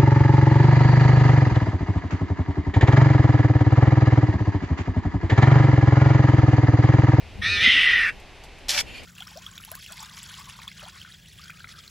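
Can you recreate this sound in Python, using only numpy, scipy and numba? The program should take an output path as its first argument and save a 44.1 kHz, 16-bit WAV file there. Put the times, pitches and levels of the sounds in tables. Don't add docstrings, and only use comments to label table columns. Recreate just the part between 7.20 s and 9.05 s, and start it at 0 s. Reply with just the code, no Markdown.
import sys
import numpy as np
from scipy import signal
from scipy.fft import rfft, irfft
from scipy.io import wavfile
from scipy.ndimage import uniform_filter1d
from numba import njit

SR = 44100
rng = np.random.default_rng(int(sys.argv[2]) if len(sys.argv) > 2 else 0)


def convert_level_to_amplitude(level_db):
    exponent = np.asarray(level_db, float) / 20
    return 10 ** exponent


def store_wav(level_fs):
    pcm = np.round(np.clip(np.atleast_2d(level_fs), -1, 1) * 32767)
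    wavfile.write(sys.argv[1], SR, pcm.T.astype(np.int16))


N = 81585
T = np.arange(N) / SR
LR = np.array([[1], [-1]])


def level(x, db):
    return x * convert_level_to_amplitude(db) / np.sqrt(np.mean(x ** 2))


def smooth_rms(x, size):
    return np.sqrt(uniform_filter1d(x ** 2, size=size))


@njit
def state_variable(x, hz, width):
    y, band, low = np.empty(len(x)), 0., 0.
    for i in range(len(x)):
        g, k = np.tan(np.pi * hz[i] / SR), width / hz[i]
        v = (band + g * (x[i] - low)) / (1 + g * (g + k))
        band, low, y[i] = 2 * v - band, low + 2 * g * v, k * v
    return y


def bandpass(x, hz, width):
    return state_variable(x, hz * np.ones(N), 1. * width)


def ring(x, hz, width):
    return bandpass(bandpass(x, hz, width), hz, width)


def walk(rate):
    hold = int(SR / rate)
    steps = np.repeat(rng.standard_normal(N)[:N // hold + 1], hold)
    return 1.2 * uniform_filter1d(uniform_filter1d(steps, hold), hold)[:N]


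def colour(shape):
    hz, db = np.array(shape).T
    f = np.maximum(np.fft.rfftfreq(N, 1 / SR), 1)
    gain = convert_level_to_amplitude(np.interp(np.log(f), np.log(hz), db))
    return level(irfft(rfft(rng.standard_normal(N)) * gain, N), 0)


def tail(x, t60):
    t = np.arange(8192) / SR
    h = rng.standard_normal(len(t)) * convert_level_to_amplitude(-60 * t / t60)
    return signal.fftconvolve(x, h / np.sqrt(np.sum(h ** 2)))[:N]


def fade(start, t60, rise):
    u = np.maximum(T - start, 0)
    return np.minimum(u / rise, 1) * convert_level_to_amplitude(-60 * u / t60)


# (frequency [Hz], level [dB per Hz])
HISS = [(50, 1.5), (130, -12), (300, -12), (800, -14), (1300, -21.5), (2500, -14.5), (5000, -27.5),
        (13000, -46.5)]
# (frequency [Hz], side level [dB])
HISS_SIDE = [(30, -13), (110, -14), (360, -10.5), (800, -14), (1400, -21.5), (3300, -37), (4600, -5),
             (9000, -5.5)]


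def field():
    mid, side = rfft(colour(HISS)), rfft(colour(HISS))
    octave = np.log2(np.maximum(np.fft.rfftfreq(N, 1 / SR), 1))
    hz, db = np.array(HISS_SIDE).T
    pair = mid + LR * side * convert_level_to_amplitude(np.interp(octave, np.log2(hz), db))
    hiss, swell = 0, walk(0.63)
    for centre in np.arange(4, 14.5, .5):
        band = np.clip(1 - 2 * np.abs(octave - centre), 0, 1)
        hiss = hiss + convert_level_to_amplitude(swell + 0.56 * walk(12.2)) * irfft(pair * band, N)
    hum = level(ring(rng.standard_normal(N), 46, 25), -56)
    return level(hiss, -45) + hum


# (time [s], level [dB])
GUST = [(0, -67), (.1, -59), (.25, -42), (.4, -40.5), (.48, -37.5), (.6, -44), (.8, -43.5), (.95, -53),
        (1.2, -78), (1.5, -50.5), (1.65, -48.5)]
# (frequency [Hz], level [dB per Hz])
GUST_COLOUR = [(25, -23), (60, 4), (150, -1.5), (300, -5), (800, -12.5), (1500, -32.5)]
# (time [s], level [dB], frequency [Hz], length [s], pan [dB])
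THUMPS = [(0.076, -39.5, 78, 0.16, 3), (0.115, -42, 86, 0.19, -1), (0.158, -32, 76.5, 0.016, 4),
          (0.198, -28, 89, 0.034, 2.5), (0.199, -51, 182, 0.085, 36), (0.239, -30, 78.4, 0.026, -2),
          (.265, -33.5, 174, 0.019, 0), (0.307, -33, 88.5, 0.19, -6), (0.383, -32.5, 56.4, 0.043, -8),
          (0.36, -41.5, 402, 0.075, -4), (0.426, -32, 102, 0.02, 6), (0.478, -26, 231, 0.024, 4),
          (0.492, -40.5, 54, 0.1, 17), (0.565, -40, 275, 0.076, -2), (0.582, -45.5, 55, 0.083, 17)]


def wind():
    s, db = np.array(GUST).T
    ports = [colour(GUST_COLOUR) * convert_level_to_amplitude(np.interp(T, s, db) + 1.6 * walk(30.14)) for _ in range(2)]
    out = np.array(ports)
    turns = rng.uniform(0, 2 * np.pi, len(THUMPS))
    for (s, db, hz, length, pan_db), turn in zip(THUMPS, turns):
        bell = np.exp(-.5 * ((T - s) / (0.18 * length)) ** 2)
        port_lag = np.clip(hz / 220, .3, 1) * 0.3 * LR
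        phase = 2 * np.pi * hz * (T - s) + turn + port_lag + 1.9 * walk(38.64)
        out += 1.07 * convert_level_to_amplitude(db + LR * pan_db / 2) * bell * np.sin(phase)
    return out


# (time [s], level [dB], decay t60 [s])
TICKS = [
    (0.998, -51.5, 0.073),
    (1.0246, -71, .08),
    (1.236, -48, 0.11),
    (1.383, -53, 0.078),
    (1.771, -51, .1),
    (1.832, -48, .1),
]
# (time [s], level [dB])
RUSTLE = [
    (1.63, -68),
    (1.68, -52),
    (1.76, -46),
    (1.85, -54.5),
]
# (frequency [Hz], width [Hz], level [dB])
STEMS = [(2420, 130, -3), (2740, 160, -5), (3200, 220, -6), (4470, 180, -9), (4990, 130, -14),
         (6800, 250, -18)]
# (time [s], level [dB], frequency [Hz], decay t60 [s])
PINGS = [
    (1.235, -48.5, 4570, 0.077),
    (1.2355, -50, 3500, .1),
    (1.2364, -46.5, 730, 0.14),
    (1.745, -55, 4900, .1),
]


def grass():
    tick_shape = [(300, -35), (3000, 8.5), (8000, 4.5), (13000, -1.5)]  # (Hz, dB)
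    blade_shape = [(1200, -13.5), (2200, 0.5), (3300, -4.0), (5500, -16.5), (12000, -25.0)]
    ticks = sum(convert_level_to_amplitude(db) * fade(s, t60, rise=0.0016) for s, db, t60 in TICKS)
    s, db = np.array(RUSTLE).T
    rustle = convert_level_to_amplitude(np.interp(T, s, db, left=-120) + 2 * walk(27))
    mid, side = (ticks * colour(tick_shape) + rustle * colour(blade_shape) for _ in range(2))
    for hz, width, db in STEMS:
        stem = ring(rng.standard_normal(N), hz * (1 + 0.018 * walk(24)), width)
        mid = mid + rustle * convert_level_to_amplitude(db + 4 * walk(25.1)) * level(stem, 0)
    for s, db, hz, t60 in PINGS:
        mid = mid + fade(s, t60, rise=0.002) * level(ring(rng.standard_normal(N), hz, 180), db)
    return mid + .5 * LR * side


# (frequency [Hz], level [dB per Hz])
WHIR = [(180, -62), (300, -88), (591, -6.5), (650, -43), (737, -13), (1300, -13), (2330, -8), (5910, -12),
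        (13000, -18.5)]
# (time [s], level [dB], ring centre [Hz], decay t60 [s])
CLICKS = [(1.483, -24, 5500, .03), (1.4921, -11.5, 4700, 0.045), (1.503, -15, 5700, .05),
          (1.513, -20, 5000, 0.072), (1.5342, -29, 2280, 0.027), (1.5459, -21, 2400, 0.08),
          (1.5764, -15.5, 2750, 0.088), (1.5807, -28, 5470, 0.08), (1.589, -15, 3500, 0.026),
          (1.605, -16.5, 3400, 0.031), (1.607, -38, 4340, .03)]
# (frequency [Hz], width [Hz], level [dB])
HOUSING = [(660, 160, 0), (1780, 140, -6), (2320, 150, -6.5), (3440, 170, -5.5), (4270, 140, -8),
           (4900, 200, -14), (5570, 570, -8)]
# (frequency [Hz], width [Hz], start [s], level [dB])
SPREAD = [
    (2300, 2000, 1.488, -7),
    (7600, 2600, 1.505, -9),
    (5400, 1800, 1.528, 3),
    (11000, 3500, 1.53, -8),
]


def mechanism():
    start, stop = 1.4825, 1.6115
    gate = np.clip((T - start) / .003, 0, 1) * convert_level_to_amplitude(-60 * np.maximum(T - stop, 0) / .016)
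    out = colour(WHIR) * convert_level_to_amplitude(-26.5 + 1.4 * walk(250))
    coasting = np.exp(-((T - 1.56) / .04) ** 2)
    out = out - .65 * coasting * bandpass(out, 9500, 6300)
    for s, db, hz, t60 in CLICKS:
        body = colour(WHIR)
        click = level(bandpass(body, hz, 0.96 * hz), -3) + 0.085 * body
        out = out + convert_level_to_amplitude(db) * fade(s, t60, rise=0.00046) * click
    housing = sum(convert_level_to_amplitude(db + 2.2 * walk(40)) * bandpass(out, hz, width) for hz, width, db in HOUSING)
    out = (out + 1.5 * housing) * gate * 0.72
    thin_start = np.exp(-((T - start) / 0.045) ** 2)
    out = out - 0.58 * thin_start * bandpass(out, 900, 1650)
    out = out + convert_level_to_amplitude(-15.5) * tail(out, 0.09)
    grit = np.sqrt(uniform_filter1d(out ** 2, size=900) + 1e-12) * rng.standard_normal(N)
    wide = 0
    for hz, width, s, db in SPREAD:
        wide = wide + convert_level_to_amplitude(db) * np.clip((T - s) / .025, 0, 1) * ring(grit, hz, width)
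    return out + LR * convert_level_to_amplitude(5) * wide


# (time [s], peak level [dB])
CHATTER = [(0.442, -7), (0.461, -3.5), (0.4888, -6.5), (0.5124, -12.5), (0.5314, -16.5), (0.552, -9.5),
           (0.5745, -8), (0.601, -16), (0.6286, -13), (0.6629, -7.5), (0.6847, -10.5), (0.716, -14),
           (0.7325, -9), (0.7534, -10.5), (0.7784, -12.5), (0.8036, -12.5), (0.8265, -12.5),
           (0.8455, -14.5), (0.8754, -21), (0.8944, -27)]


def chatter():
    gap_s, dip_db, sag_db_s = .003, 9, 120
    s, db = np.array(CHATTER).T
    call_s, call_db = np.array(CALL).T[:2]
    db = db - np.interp(s, call_s, call_db)
    k = np.clip(np.searchsorted(s, T) - 1, 0, None)
    gaps = sum(np.exp(-((T - at + gap_s) / gap_s) ** 2) for at in s[1:])
    swell = (db - db.mean())[k] - sag_db_s * np.clip(T - s[k], 0, .04)
    return (uniform_filter1d(3.5 + swell, size=130) - dip_db * gaps) * (T > s[0])


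# (frequency [Hz], width [Hz], level [dB],
# relative shift [per unit of opening], growth [dB per unit of opening])
WHINE = [(1330, 300, -13, .05, 0), (1830, 200, -2, -.02, -6), (2420, 260, -1, .1, 8),
         (2900, 300, -16, .1, -8), (3700, 300, -2.5, .12, 0), (4150, 220, -10, .1, 0),
         (4480, 200, -16, .1, 0), (4950, 250, -19, .05, 8), (5400, 900, -17, 0, -3),
         (6150, 500, -20, .03, 0), (8500, 5000, -18, 0, 0)]


def whine_voice(hz, share, mouth):
    block = 75
    phase = np.cumsum(hz * (1 + .0035 * walk(90))) / SR
    turns = rng.uniform(0, 1, 75)
    flutter = 3 * uniform_filter1d(rng.standard_normal((N // block + 1, 75)), size=9, axis=0)
    buzz = 0
    for k in range(5, 75):
        shimmer = convert_level_to_amplitude(1.5 * flutter[:, k].repeat(block)[:N])
        rolloff = (1 + (k / 42) ** 6) * (1 + (1150 / k / hz) ** 12)
        buzz = buzz + np.cos(2 * np.pi * (k * phase + turns[k])) * shimmer / rolloff
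    breath = (1 + .6 * np.cos(2 * np.pi * phase)) * rng.standard_normal(N)
    drive = level(buzz, 0) + level(breath, -11) * convert_level_to_amplitude(20 * share)
    drive = drive / smooth_rms(drive, 600)
    out = 0
    for k, (f, width, db, shift, grow) in enumerate(WHINE):
        formant = ring(drive, f * (1 + shift * mouth), width) / np.sqrt(width)
        out = out + (-1) ** k * convert_level_to_amplitude(db + grow * mouth) * formant
    return out


# (frequency [Hz], width [Hz], starting level [dB],
# level slope [dB per s], relative shift [per unit of opening])
RASP = [(1434, 630, -21, 15.5, 0), (1968, 202, -0.5, -2, 0.12), (2360, 530, -10, 1, 0.061),
        (2826, 600, 0, -20.5, 0.035), (3232, 850, 1, -31.5, 0.223), (3720, 1700, -13.5, -45, 0),
        (5000, 1260, -17, -20.5, 0.092), (8600, 9700, -33.5, -2.5, 0.017)]


def rasp_voice(hz, mouth):
    ragged = np.cumsum(hz * np.exp(.15 * walk(170))) / SR
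    pulses = np.diff(np.floor(ragged), prepend=0) * convert_level_to_amplitude(0.48 * rng.standard_normal(N))
    puff = np.exp(-(ragged % 1) / 3.4) * rng.standard_normal(N)
    drive = level(pulses, 0) + level(puff, 3.5)
    out = 0
    for k, (f, width, db, slope, shift) in enumerate(RASP):
        centre = f * (1 + shift * mouth + 0.0069 * walk(30))
        out = out + (-1) ** k * convert_level_to_amplitude(db + slope * (T - 0.47)) * level(ring(drive, centre, width), 0)
    out = out / smooth_rms(out, 900) ** 0.74 * convert_level_to_amplitude(0.4 * walk(69.96))
    ridge = ring(out, RASP[1][0] * (1 + RASP[1][4] * mouth), 300)
    steady = ridge / smooth_rms(ridge, 260) ** 0.6
    power_ratio = uniform_filter1d(ridge ** 2, size=4000) / uniform_filter1d(steady ** 2, size=4000)
    return out - ridge + convert_level_to_amplitude(chatter()) * steady * np.sqrt(power_ratio)


# (time [s], level [dB], pulse rate [Hz], rasp share [0-1], mouth opening [relative])
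CALL = [
    (.222, -30, 152.7, 0.86, -0.76),
    (.255, -24, 162.5, 0.3, -0.31),
    (.3, -24.5, 173.8, 0.6, 0.2),
    (0.334, -25, 179.3, 0.23, 0.37),
    (.395, -24, 176.8, 0.36, -0.5),
    (.45, -15, 192.3, 0.78, 0.3),
    (0.521, -15, 190.3, 0.97, 0.039),
    (0.779, -18, 187.9, 0.92, -0.25),
    (0.896, -20, 181.6, 0.99, -0.71),
]
# (time [s], length [s], frequency [Hz], level [dB])
SQUEAKS = [
    (.455, 0.022, 1340, -29.5),
    (0.842, 0.051, 2720, -32),
    (0.267, 0.018, 1880, -27.5),
]


def mongoose():
    s, db, hz, share, mouth = np.array(CALL).T
    share = np.clip(share, 0, 1)
    hz, share, mouth = (np.interp(T, s, column) for column in (hz, share, mouth))
    whine = whine_voice(hz, share, mouth)
    rasp = rasp_voice(hz, mouth)
    share = share * np.clip((T - .39) / .04 + 1, 0, 1)
    on = (T > s[0]) & (T < s[-1])
    voice = np.sqrt(1 - share) * level(whine, 0) + np.sqrt(share) * rasp / np.std(rasp[on])
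    attack_s, release_s = .010, .022
    edge = np.minimum((T - s[0]) / attack_s, (s[-1] - T) / release_s)
    call = voice * np.clip(edge + 1, 0, 1) ** 2 * convert_level_to_amplitude(np.interp(T, s, db))
    for at, length, f, squeak_db in SQUEAKS:
        squeak = level(ring(rasp_drive(hz), f, 40), squeak_db)
        call = call + np.exp(-((T - at) / length) ** 2) * squeak
    mid = call + convert_level_to_amplitude(-14) * tail(call, .12)
    wide = call + 4.1 * ring(call, 8000, 6900)
    return mid + LR * convert_level_to_amplitude(-18) * tail(wide, .12)


def rasp_drive(hz):
    ragged = np.cumsum(hz * np.exp(.15 * walk(170))) / SR
    pulses = np.diff(np.floor(ragged), prepend=0) * convert_level_to_amplitude(0.48 * rng.standard_normal(N))
    puff = np.exp(-(ragged % 1) / 3.4) * rng.standard_normal(N)
    return level(pulses, 0) + level(puff, 3.5)


def scene():
    return field() + wind() + grass() + mechanism() + mongoose()


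# (frequency [Hz], mid [dB], side [dB])
GATE_DEPTH = [(900, 80, 60), (1300, 80, 20), (4000, 70, 20), (5500, 44, 38), (7000, 39, 43), (13000, 49, 50)]


def gate_bands(x):
    bins, scatter_db = 14, 6
    f, _, z = signal.stft(np.array([x[0] + x[1], x[0] - x[1]]) / 2, SR, "cosine", 2048)
    band = np.arange(len(f)) // bins
    energy = np.add.reduceat(np.abs(z) ** 2, np.arange(0, len(f), bins), axis=1)
    power = 10 * np.log10(energy + 1e-20)
    hz, *margins = np.array(GATE_DEPTH).T
    under = np.array([np.interp(f[::bins] + 200, hz, m) for m in margins])[:, :, None]
    luck = np.sqrt(2) * scatter_db * uniform_filter1d(rng.standard_normal(power.shape), size=2)
    keep = power > power[0, 2:].max(axis=0) - under + luck
    mid, side = signal.istft(z * keep[:, band], SR, "cosine", 2048)[1][:, :N]
    return mid + LR * side


def band_limit(x):
    return signal.sosfilt(signal.butter(12, 13740, fs=SR, output="sos"), x)


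def record(dry):
    low_pass = signal.ellip(10, .2, 60, 13100, fs=SR, output="sos")
    mix = gate_bands(signal.sosfilt(low_pass, dry))
    return band_limit(mix)


dry = scene()
out = record(dry)
store_wav(out)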